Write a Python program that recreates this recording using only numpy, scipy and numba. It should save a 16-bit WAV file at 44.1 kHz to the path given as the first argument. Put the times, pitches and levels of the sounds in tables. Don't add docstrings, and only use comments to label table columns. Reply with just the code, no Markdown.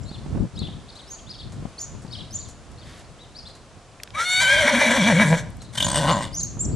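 import sys
import numpy as np
from scipy import signal
from scipy.fft import rfft, irfft
from scipy.io import wavfile
from scipy.ndimage import uniform_filter1d
from numba import njit

SR = 44100
rng = np.random.default_rng(int(sys.argv[2]) if len(sys.argv) > 2 else 0)


def natural_amplitude(level_db):
    exponent = np.asarray(level_db, float) / 20
    return 10 ** exponent


def dump(signal):
    limited = np.clip(np.atleast_2d(signal).T, -1, 1)
    pcm = np.round(limited * 32767).astype(np.int16)
    wavfile.write(sys.argv[1], SR, pcm)


N = 297807

# from t/s, whole lines level/dB, half lines level/dB, upper lines level/dB, waver 0-1
REGISTERS = [
    (0, 0, -28, -11, .5),
    (4.25, -8, 0, 7, 0.09),
    (4.398, -1.3, -7, -2.5, 0.83),
]
# t/s, centre f/Hz, swing of the quaver f/Hz, effort level/dB
TRILL = [(4.64, 237.7, 27, -22), (4.68, 258, 21, -20), (4.9, 256.2, 31.4, -21), (5.03, 212.7, 38.2, -18),
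         (5.22, 189.7, 34.6, -15.5), (5.275, 160, 22.5, -20.5), (5.33, 158.5, 3.06, -12),
         (5.375, 153.3, 1.14, -31.5), (5.52, 149.5, 1.4, -50)]
# from t/s, tilt/dB per octave
CLOSING = [(0, -4), (5.255, -7)]
# f/Hz, width/Hz, level/dB
THROAT = [(563, 43, -3), (967, 37, -2), (1620, 80, 4), (1982, 30, 1), (2262, 34, 6.5), (3220, 520, 1),
          (3800, 26, -4), (4200, 21, -21), (5770, 41, -6.5)]
# f/Hz, width/Hz, level/dB
GRUNT_THROAT = [(579, 17, -2), (1018, 31, 0.5), (1555, 26, -4), (1925, 47, -6), (2940, 45, -5),
                (3550, 70, -8), (4900, 200, -10)]


def level(x, db):
    return x * natural_amplitude(db) / np.sqrt(np.mean(x ** 2))


def curves(table):
    s, *columns = np.transpose(table)
    t = np.arange(N) / SR
    gate = np.clip(np.minimum(t - s[0], s[-1] - t) / 0.019, 0, 1)
    return [np.interp(t, s, c) for c in columns] + [gate]


def stages(table):
    s, *columns = np.transpose(table)
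    row = np.searchsorted(s, np.arange(N) / SR, "right") - 1
    return [uniform_filter1d(c[row], int(.015 * SR)) for c in columns]


def noise():
    return rng.standard_normal(N)


def colour(x, points):
    hz, db = np.transpose(points)
    f = np.maximum(np.arange(N // 2 + 1) * SR / N, 1)
    return level(irfft(rfft(x) * natural_amplitude(np.interp(np.log(f), np.log(hz), db)), N), 0)


def walk(rate):
    k = int(SR / rate)
    held = np.repeat(rng.standard_normal(N // k + 1), k)
    return 1.5 * uniform_filter1d(uniform_filter1d(held, k), k)[:N]


def turn(hz):
    return 2 * np.pi * np.cumsum(hz) / SR


@njit
def sweep(x, hz, width):
    y, b, l = np.empty(len(x)), 0., 0.
    for i in range(len(x)):
        g, k = np.tan(np.pi * hz[i] / SR), width / hz[i]
        v = (b + g * (x[i] - l)) / (1 + g * (g + k))
        b, l, y[i] = 2 * v - b, l + 2 * g * v, k * v
    return y


def svf(x, hz, width):
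    return sweep(x, hz * np.ones(len(x)), 1. * width)


def twice(x, hz, width):
    return svf(svf(x, hz, width), hz, width)


def dull(x):
    return signal.sosfilt(signal.ellip(8, .3, 50, 11500, fs=SR, output="sos"), x)


def air():
    # f/Hz, level/dB per Hz
    spectrum = [(15, -37), (25, -0.5), (103, -2.5), (456, -9), (712, -7), (833, -13), (1030, -11),
                (1920, -19), (2140, -19.5), (7700, -25), (11250, -34.5), (11600, -88), (13000, -95)]
    # f/Hz, level/dB
    unshared = [(60, -2.5), (250, -23), (600, -11), (1500, -5.5), (4000, -2), (13000, 2.5)]
    mid = colour(noise(), spectrum)
    side = level(colour(colour(noise(), spectrum), unshared), -12)
    return natural_amplitude(-47.5 + walk(4.49)) * (mid + side * np.array([[1], [-1]]))


def wind():
    # t/s, level/dB
    gusts = [(0.0, -37), (0.17, -42), (0.45, -28), (0.51, -48), (0.62, -31.5), (1.03, -60), (1.67, -37.5),
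             (1.77, -62), (1.96, -43), (3.8, -60), (4.04, -61), (4.14, -44.5), (4.27, -59), (4.48, -41.5),
             (5.75, -46.5), (5.81, -35.5), (6.36, -44.5), (6.75, -28.5)]
    # f/Hz, level/dB per Hz
    eddy_spectrum = [(12, -49), (20, -35), (44, 0), (127, 2), (340, -13), (420, -19), (824, -32.5),
                     (1310, -38.5), (2000, -57), (2600, -76), (4400, -120)]
    # t/s, peak level/dB, left minus right level/dB
    pops = [(0.114, -21, -4), (0.242, -42, -8), (0.262, -22.5, -13), (0.351, -17, -10), (0.372, -18.5, -10),
            (0.45, -29, -1), (0.618, -21.5, 7), (0.684, -19.5, 0), (1.625, -24, 8), (1.653, -20, 15),
            (1.95, -29, 17.5), (2.049, -25, 9), (6.569, -22.5, -8), (6.712, -30, 1)]
    db, _ = curves(gusts)
    shared, out = noise(), []
    grit = level(twice(shared, 600., 700.), 0)
    u = np.arange(700) / SR
    thump = (1 - np.exp(-u / .0004)) * np.sin(2 * np.pi * 170 * u + .5) * np.exp(-u / .004)
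    crackle = u / .0025 * np.exp(1 - u / .0025)
    for side in (1, -1):
        eddies = colour((0.95 * shared + noise()) * natural_amplitude(3.2 * walk(25)), eddy_spectrum)
        upper = svf(svf(eddies, 350.0, 720.0), 290.0, 1000.0)
        port = natural_amplitude(db + side * 0.7 + 5.5) * (eddies - upper + natural_amplitude(0.21 * (db + 38.5)) * upper)
        for s, pop_db, pan_db in pops:
            i = int(s * SR)
            port_db = pop_db + side * pan_db / 2
            port[i:i + 700] += natural_amplitude(port_db) * thump
            port[i:i + 700] += natural_amplitude(port_db - 21) * grit[i:i + 700] * crackle
        out.append(port)
    return np.array(out)


def sand():
    return noise() * natural_amplitude(1.2 * rng.exponential(1, N // 40 + 1)).repeat(40)[:N]


def hooves():
    # t/s, spray peak level/dB, low thud level/dB
    steps = [(0.9537, -49, -65), (1.5204, -47.5, -48), (2.0194, -48, -64), (2.485, -43, -51),
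             (2.9904, -50, -57), (3.483, -52, -49), (3.5508, -51, -48), (5.6173, -43, -46.5)]
    t, spray, thud = np.arange(N) / SR, 0, 0
    for s, db, thud_db in steps:
        fade = (t > s) * np.exp(-np.maximum(t - s, 0) / 0.023)
        spray = spray + natural_amplitude(db) * fade
        thud = thud + natural_amplitude(thud_db) * fade
    grains = level(svf(svf(sand(), 7500.0, 4100.0), 5100.0, 5800.0), -2.4)
    return dull(spray * grains + thud * level(svf(noise(), 370.0, 800.0), 0))


def drag():
    # t/s, level/dB
    pull = [(2.82, -77), (2.87, -53), (3.03, -55)]
    db, gate = curves(pull)
    grains = sand()
    scrape = level(svf(grains, 1870.0, 700.), 0)
    scrape = scrape + level(svf(grains, 3400.0, 1500.), -1.5)
    scrape = scrape + level(svf(grains, 5900.0, 3000.), -19)
    return dull(gate * natural_amplitude(db) * scrape)


def tack():
    # t/s, peak level/dB, centre f/Hz, width as a share of the centre
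    ticks = [(0.033, -39, 5600, 0.16), (0.591, -30, 7300, 0.35), (1.017, -42, 8100, 0.15),
             (2.717, -43, 7500, 0.47), (4, -33, 2080, 0.21), (4.034, -18.5, 4500, 1.8),
             (4.075, -33, 2220, 0.71), (4.105, -34, 3150, 0.57), (2.066, -44, 4500, .6),
             (5.504, -39, 8790, 0.36), (5.569, -42, 9060, 0.38), (5.737, -36, 3470, 1),
             (6.252, -31, 3300, .9)]
    out, snap = np.zeros(N), noise()
    for s, db, hz, share in ticks:
        i = int(s * SR)
        burst = snap[i:i + 600] * np.exp(-np.arange(600) / (.0016 * SR))
        width = hz * np.clip(share, .1, 2)
        burst = svf(svf(burst, 1. * hz, width), 1. * hz, 2 * width)
        out[i:i + 600] += natural_amplitude(db) * burst / np.abs(burst).max()
    return out


def strokes(bird, rise, fall, hook, arch):
    pitches = {"rise": lambda d, top: (top - rise * d, top - 0.51 * rise * d, top),
               "hook": lambda d, top: (hook * top, top - 0.144 * (1 - hook) * top, top),
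               "flat": lambda d, top: (top, top, top),
               "arch": lambda d, top: (arch * top, top, arch * top),
               "fall": lambda d, top: (top, top - 0.57 * fall * d, top - fall * d)}
    return [(s, d, *pitches[shape](d, top), db) for shape, rows in bird.items() for s, d, top, db in rows]


def birds(song, warble, flutter_db, second_db, burr):
    out, shake, flutter, grit = np.zeros(N), walk(300), walk(250), walk(2500)
    breath = level(twice(noise(), 9000.0, 2200.0), -28)
    for s, length, start_hz, middle_hz, end_hz, db in song:
        u = np.linspace(0, 1, int(length * SR))
        i = int(s * SR) + np.arange(len(u))
        glide = np.polyval(np.polyfit([0, .5, 1], [start_hz, middle_hz, end_hz], 2), u)
        phase = turn(glide * (1 + warble * shake[i] * min(1., 0.0318 / length)))
        swell = np.sin(np.pi * u) ** .45 * natural_amplitude(db + flutter_db * flutter[i])
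        out[i] += swell * ((1 + burr * grit[i]) * np.sin(phase) + breath[i])
        octave = np.clip((7000 - glide) / 1200, 0, 1) * (end_hz > start_hz)
        out[i] += swell * octave * natural_amplitude(second_db) * (1 + .5 * grit[i]) * np.sin(2 * phase)
    return out


def high_bird():
    song = { "rise": [(1.067, 0.036, 6300, -47), (1.779, 0.054, 6900, -38), (2.325, 0.017, 6660, -38),
            (6.343, 0.013, 6300, -30)], "hook": [(1.1, 0.053, 6800, -36), (4.295, 0.06, 7480, -26.5),
            (4.42, 0.056, 7470, -33), (6.108, 0.038, 7300, -31), (6.425, 0.036, 6620, -26),
            (6.592, 0.0454, 7520, -23), (2.305, 0.024, 5330, -46), (6.325, 0.03, 5180, -40)],
            "arch": [(1.79, 0.043, 7050, -32.5), (1.82, 0.033, 6930, -29.5), (2.34, 0.036, 7050, -28),
            (5.837, 0.032, 7090, -22.5), (6.358, 0.05, 6830, -25), (6.39, 0.045, 7170, -30)],
            "flat": [(0.003, .06, 7300, -55), (.07, .025, 7100, -58)], "fall": [(2.365, 0.016, 6900, -38),
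            (6.638, .022, 7400, -33)]}
    song = strokes(song, rise=51500, fall=85000, hook=.89, arch=0.84)
    return birds(song, warble=0.0083, flutter_db=2.9, second_db=-15, burr=0.18)


def low_birds():
    climbs = { "rise": [(.553, 0.021, 5330, -42.5), (1.26, 0.041, 4660, -44.5), (2.105, .028, 5320, -40),
              (2.126, .027, 4680, -33.5), (2.163, 0.023, 4530, -44), (3.348, 0.036, 5400, -39),
              (3.36, 0.019, 5210, -58)], "hook": [(.05, 0.043, 4400, -49), (.077, 0.038, 4520, -43),
              (.105, 0.054, 4100, -47), (.572, 0.042, 4220, -32), (.565, .015, 3600, -44),
              (.672, 0.03, 3700, -42), (.952, 0.036, 4430, -40.5), (2.18, 0.03, 3700, -39),
              (2.775, 0.039, 4570, -47.5), (3.04, 0.019, 4230, -54), (3.45, 0.035, 4130, -40.5),
              (6.71, .035, 4480, -51)]}
    drops = { "arch": [(.632, 0.047, 3585, -37.5), (.883, 0.029, 4420, -41.5), (.887, 0.015, 4950, -48),
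             (.987, 0.024, 3800, -42.5), (1.14, 0.021, 4780, -47), (1.183, 0.022, 3380, -48),
             (1.293, 0.029, 5060, -31), (1.385, 0.039, 3850, -39), (1.393, 0.023, 4610, -37),
             (2.39, 0.036, 4700, -42.5), (3.183, 0.071, 3940, -47), (2.33, 0.027, 4640, -47),
             (2.365, 0.028, 3800, -47.5), (2.165, 0.011, 5100, -50), (5.6, 0.027, 4350, -46),
             (5.64, 0.029, 4300, -49)], "fall": [(.14, 0.023, 3900, -44), (.724, 0.016, 3650, -45),
             (.606, .01, 3800, -36), (.616, .008, 3700, -36), (.624, .012, 3700, -38),
             (.156, .014, 3500, -47), (1.32, 0.039, 4540, -44), (1.43, 0.013, 4580, -41.5),
             (2.148, 0.013, 3530, -35), (2.205, 0.014, 3510, -33.5), (2.44, 0.039, 4520, -50),
             (2.812, 0.028, 3990, -48), (3.385, 0.016, 5280, -34), (3.39, 0.028, 5200, -46),
             (3.462, 0.02, 5000, -44), (6.395, 0.022, 4870, -34.5), (2.415, .025, 4660, -49),
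             (2.143, 0.0062, 5160, -37), (2.078, .008, 4800, -46), (2.085, .008, 4200, -50)]}
    song = strokes({**climbs, **drops}, rise=42000, fall=38000, hook=.79, arch=0.73)
    return birds(song, warble=0.0319, flutter_db=1.84, second_db=-24.0, burr=0.22)


@njit
def walls(x, lags, gain, drift):
    line, out, y = np.zeros((8, 8192)), np.zeros((2, len(x))), np.zeros(8)
    for i in range(len(x)):
        total = 0.
        for k in range(8):
            lag = lags[k] + drift[(i + 4000 * k) % len(x)]
            j = int(lag)
            y[k] = gain[k] * ((j + 1 - lag) * line[k, (i - j) & 8191] + (lag - j) * line[k, (i - j - 1) & 8191])
            out[k % 2, i] += y[k]
            total += y[k]
        for k in range(8):
            line[k, i & 8191] = x[i] + y[k] - total / 4
    return out


def sheds(voice, high, low):
    lags = rng.integers(250, 2300, 8)
    leaves = svf(high + natural_amplitude(1.5) * low, 6100.0, 6700.0) * (.5 + walk(500) + .5 * walk(1800))
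    sent = natural_amplitude(-12.0) * leaves + natural_amplitude(-19.0) * voice * (.3 + walk(250))
    echo = dull(walls(sent, lags, natural_amplitude(-60 * lags / SR / 0.5), 4.98 * walk(25)))
    return echo + 0.47 * echo[::-1]


def throat(x, modes, tilt_db, stretch, widen, patchy_db):
    out = 0
    for k, (f, w, db) in enumerate(modes):
        gain = (-1) ** k * natural_amplitude(db + tilt_db * np.log2(f / 1000) + patchy_db * walk(22))
        out = out + gain * svf(x, f * stretch, widen * w) / np.sqrt(w / 100)
    return out


def folds(hz, chest_db, buzz_db, pair, modes, stretch, jitter, scatter_db, tilt_db, second_db, third_db,
          body_db, start_s):
    phase = turn(hz * (1 + jitter * walk(120)))
    phase = np.maximum(phase - phase[int(start_s * SR)], 0)
    cycle = (phase / (2 * np.pi)).astype(int)
    size = natural_amplitude(scatter_db * rng.standard_normal(N // 50))[cycle] * (1 - pair * (cycle % 2))
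    clicks = np.diff(cycle, prepend=0) * size * np.sqrt(SR / hz)
    clicks = signal.lfilter([.25], [1, -.75], clicks) * (1 + .5 * noise())
    third = svf(svf(natural_amplitude(2.5 * walk(90)) * np.sin(3 * phase), 578.0, 240.0), 595.0, 270.0)
    chest = np.sin(phase) + natural_amplitude(second_db) * np.sin(2 * phase) + natural_amplitude(third_db) * third
    ring = throat(clicks, modes, tilt_db, stretch, widen=2.2, patchy_db=1.5)
    ring = ring + natural_amplitude(body_db) * svf(clicks, 150.0, 60.0)
    return np.sqrt(2) * natural_amplitude(chest_db) * chest + natural_amplitude(buzz_db + 12.5) * ring, phase


def flaps():
    # t/s, length/s, f/Hz, level/dB
    squeaks = [(5.774, 0.017, 3100, -21), (5.801, .016, 3040, -17), (5.824, 0.0074, 3590, -13),
               (5.83, 0.0088, 3270, -19), (5.845, .008, 3620, -20)]
    out, burr, spit = np.zeros(N), walk(1500), level(svf(noise(), 4500.0, 6500.0), -15)
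    for s, length, hz, db in squeaks:
        u = np.linspace(0, 1, int(length * SR))
        i = int(s * SR) + np.arange(len(u))
        tone = np.sin(turn(hz * (1 + 0.067 * (u - .5)))) * (1 + 0.56 * burr[i])
        out[i] += natural_amplitude(db) * np.sqrt(np.sin(np.pi * u).clip(0)) * (tone + spit[i])
    return out


def lips(breath):
    # t/s, centre f/Hz, level/dB
    gap = [(4.55, 3120, -40), (4.62, 3060, -24), (4.76, 3150, -28), (4.85, 3600, -40), (4.94, 3420, -26),
           (5.1, 3340, -27), (5.14, 3360, -40), (5.18, 3300, -29), (5.24, 3600, -45)]
    hz, db, gate = curves(gap)
    return gate * natural_amplitude(db) * level(twice(breath, hz, 350.), 0)


def rasp(puff, breath, stretch, surge_db, gate, grunt_gate):
    # t/s, airflow level/dB, mouth opening as treble level/dB
    flows = [
        [(4.12, -64, -6.5), (4.15, -30.5, -11.5), (4.22, -24.5, 1.5), (4.27, -29, 9.5), (4.4, -21, 2),
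         (4.6, -18.5, -4.5)],
        [(4.72, -14, -6.5), (4.88, -16, -7), (5.0, -17.5, -6.5), (5.15, -20, -3), (5.17, -16.5, -9),
         (5.245, -19.5, -7.5), (5.27, -26, -0.5), (5.4, -29, 0), (5.43, -46, 1)],
        [(5.72, -39.5, 2), (5.78, -36, 12.5), (5.95, -29.5, 2), (6.1, -24.5, -2), (6.16, -33.5, -2),
         (6.22, -37, 2.5), (6.272, -41.5, 2), (6.29, -70, -14)],
    ]
    # f/Hz, level/dB per Hz
    hiss_spectrum = [(1470, -21), (2500, 1), (2590, -39), (3340, 1.5), (4700, -7), (5810, -3), (9010, -5),
                     (12200, -17.5), (13600, -43)]
    # from t/s, level over the hiss/dB
    nostrils = [(0, -60), (5.74, -17), (5.88, -5), (5.94, -9), (5.98, -18), (6.145, -10.5), (6.26, -30)]
    db, treble_db, _ = curves(sum(map(list, flows), []))
    tight_db = stages([(0, 0), (REGISTERS[1][0], -9), (REGISTERS[2][0], 0)])[0]
    db, treble_db = db + tight_db + surge_db, treble_db - 0.53 * tight_db
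    open_db = 2.5 + 0.21 * treble_db + gate * (stages(CLOSING)[0] - CLOSING[0][1])
    on = curves(list(flows[0]) + list(flows[1]))[-1] + curves(flows[2])[-1]
    low = throat(breath * (1 - grunt_gate), THROAT, open_db - 1.5, stretch, widen=2.1, patchy_db=1.6)
    low += natural_amplitude(4) * throat(breath * grunt_gate, GRUNT_THROAT, open_db, stretch, widen=3.6, patchy_db=3.)
    hiss = colour(puff * noise(), hiss_spectrum)
    high = sum(natural_amplitude(2.0 * walk(28)) * svf(hiss, f * stretch, f / 8) for f in 3000 * 1.2 ** np.arange(9))
    nose = natural_amplitude(stages(nostrils)[0]) * level(twice(puff ** 2 * noise(), 8250.0, 500.), 0)
    return on * natural_amplitude(db - 1.5) * (level(low, 0) + natural_amplitude(treble_db - 5.0) * (level(high, 0) + 2.26 * nose))


def grunt(stretch):
    # t/s, fold rate f/Hz, level/dB
    effort = [(5.73, 39.41, -54), (5.79, 40.35, -35.5), (5.85, 49.14, -28), (5.91, 66.2, -30.5),
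              (5.96, 75.6, -28), (6.1, 75.16, -24.5), (6.17, 57.8, -23.5), (6.23, 54.05, -34),
              (6.33, 56.4, -77)]
    # from t/s, rate factor, chest tone over effort/dB, strong-weak 0-1
    modes_of_swing = [
        (0, 1.001, -8, .05),
        (5.96, 1.97, -3, 0.23),
        (6.25, 1.8, 13.5, 0),
    ]
    hz, buzz_db, gate = curves(effort)
    factor, over_db, pair = stages(modes_of_swing)
    sound, phase = folds(hz * factor, buzz_db + over_db, buzz_db, np.clip(pair, 0, 1), GRUNT_THROAT, stretch,
                         jitter=.03 + .07 * (factor > 1.5), scatter_db=2.0, tilt_db=-2.5, second_db=-11.0,
                         third_db=0.5, body_db=11.0, start_s=5.7285)
    return sound, phase, gate


def quaver():
    low_s = 5.026
    centre_hz, swing_hz, effort_db, gate = curves(TRILL)
    since = np.arange(N) / SR - low_s
    shake_hz = np.where(since < 0, 7.5, 7.95)
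    off_hz = -swing_hz * np.cos(2 * np.pi * shake_hz * since)
    hz = centre_hz + off_hz
    chest_db = effort_db - .7 * np.maximum(hz - 246, 0)
    buzz_db = effort_db - 10.5 + 0.2652 * off_hz
    surge_db = gate * .05 * off_hz
    return hz, chest_db, buzz_db, surge_db, gate


def whistle():
    # t/s, f/Hz, effort level/dB
    tone = [(4.13, 951.5, -47), (4.175, 1277, -26), (4.21, 1348, -21), (4.255, 1442, -27),
            (4.39, 1489, -19), (4.47, 1491, -16.5), (4.51, 1560, -17), (4.595, 1520, -17),
            (4.64, 1513, -40)]
    # multiple of half the pitch, level/dB
    line_levels = [(1, -12.5), (2, 6), (3, 7), (4, 3.5), (5, 4.5), (6, 0.5), (7, -30), (8, -12), (9, -22),
                   (10, -25), (11, -14), (12, -19), (13, -15), (14, -14), (15, -26), (16, -29), (17, -30)]
    # t/s, f/Hz, level/dB
    hum = [(4.44, 534.5, -45), (4.53, 583, -24.5), (4.6, 624, -26), (4.64, 588, -16.5), (4.68, 551, -31),
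           (4.72, 591.3, -20), (4.8, 555.7, -34), (4.855, 599, -24.5), (4.93, 619.4, -34)]
    hz, effort_db, gate = curves(tone)
    whole_db, half_db, upper_db, waver = stages(REGISTERS)
    whole_db, half_db = effort_db + whole_db, effort_db + half_db
    break_s = REGISTERS[2][0]
    hz = hz * stages([(0, 1), (break_s, 1.035)])[0]
    phase = turn(hz * (1 + 0.0183 * np.clip(waver, 0, 1) * walk(90))) / 2
    drown_db = 14 * np.clip((np.arange(N) / SR - break_s) / 0.092, 0, 1)
    lines = dict(line_levels)
    out = 0
    for k, db in lines.items():
        db = db - 9 * (k == 4) * (hz < 1530) - drown_db * (k > 4)
        if k % 2:
            own_db = half_db - lines[3]
        else:
            own_db = whole_db - lines[2] + upper_db * (k > 2)
        out = out + natural_amplitude(db + own_db + 1.6 * waver * walk(60)) * np.sin(k * phase)
    hum_hz, hum_db, hum_gate = curves(hum)
    low = turn(hum_hz * (1 + 0.0299 * walk(60)))
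    mix = natural_amplitude(1) * np.sin(2 * phase + low) + natural_amplitude(-28) * np.sin(2 * phase - low)
    return np.sqrt(2) * (gate * out + hum_gate * natural_amplitude(hum_db) * (np.sin(low) + gate * mix))


def horse():
    # f/Hz, width/Hz, share removed
    nasal_dips = [(393, 136, 0.74), (2610, 440, 0.76), (5080, 390, 0.85)]
    hz, chest_db, buzz_db, surge_db, gate = quaver()
    stretch = 1 + .05 * gate * (hz / uniform_filter1d(hz, SR // 8) - 1) + .012 * walk(18)
    trill, phase = folds(hz, chest_db, buzz_db, 0., THROAT[:7], stretch, jitter=.03, scatter_db=4.5,
                         tilt_db=stages(CLOSING)[0], second_db=-19.5, third_db=-10.5, body_db=-41,
                         start_s=TRILL[0][0])
    knocks, knock_phase, knock_gate = grunt(stretch)
    puff = 1 + .3 * gate * np.cos(phase) + .65 * knock_gate * np.cos(knock_phase - .5)
    puff = puff * natural_amplitude(1.5 * walk(55))
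    breath = puff * noise()
    voice = whistle() + gate * trill + knock_gate * knocks
    voice = voice + rasp(puff, breath, stretch, surge_db, gate, knock_gate) + lips(breath) + flaps()
    for f, w, share in nasal_dips:
        voice = voice - share * svf(voice, f, w)
    return voice


def scene():
    voice, high, low = horse(), high_bird(), low_birds()
    song = np.array([high + np.roll(low, 1), natural_amplitude(0.5) * np.roll(high, 1) + natural_amplitude(-3.5) * low])
    near = np.array([natural_amplitude(-0.66) * voice, natural_amplitude(1.26) * (0.38 * voice + 0.3 * np.roll(voice, 1))])
    ground = hooves() + drag() + tack()
    return near + song + sheds(voice, high, low) + ground + wind() + air()


def band_limit(x):
    return signal.sosfilt(signal.butter(12, 13740, fs=SR, output="sos"), x)


def record(dry):
    return band_limit(dry)


dry = scene()
out = record(dry)
dump(out)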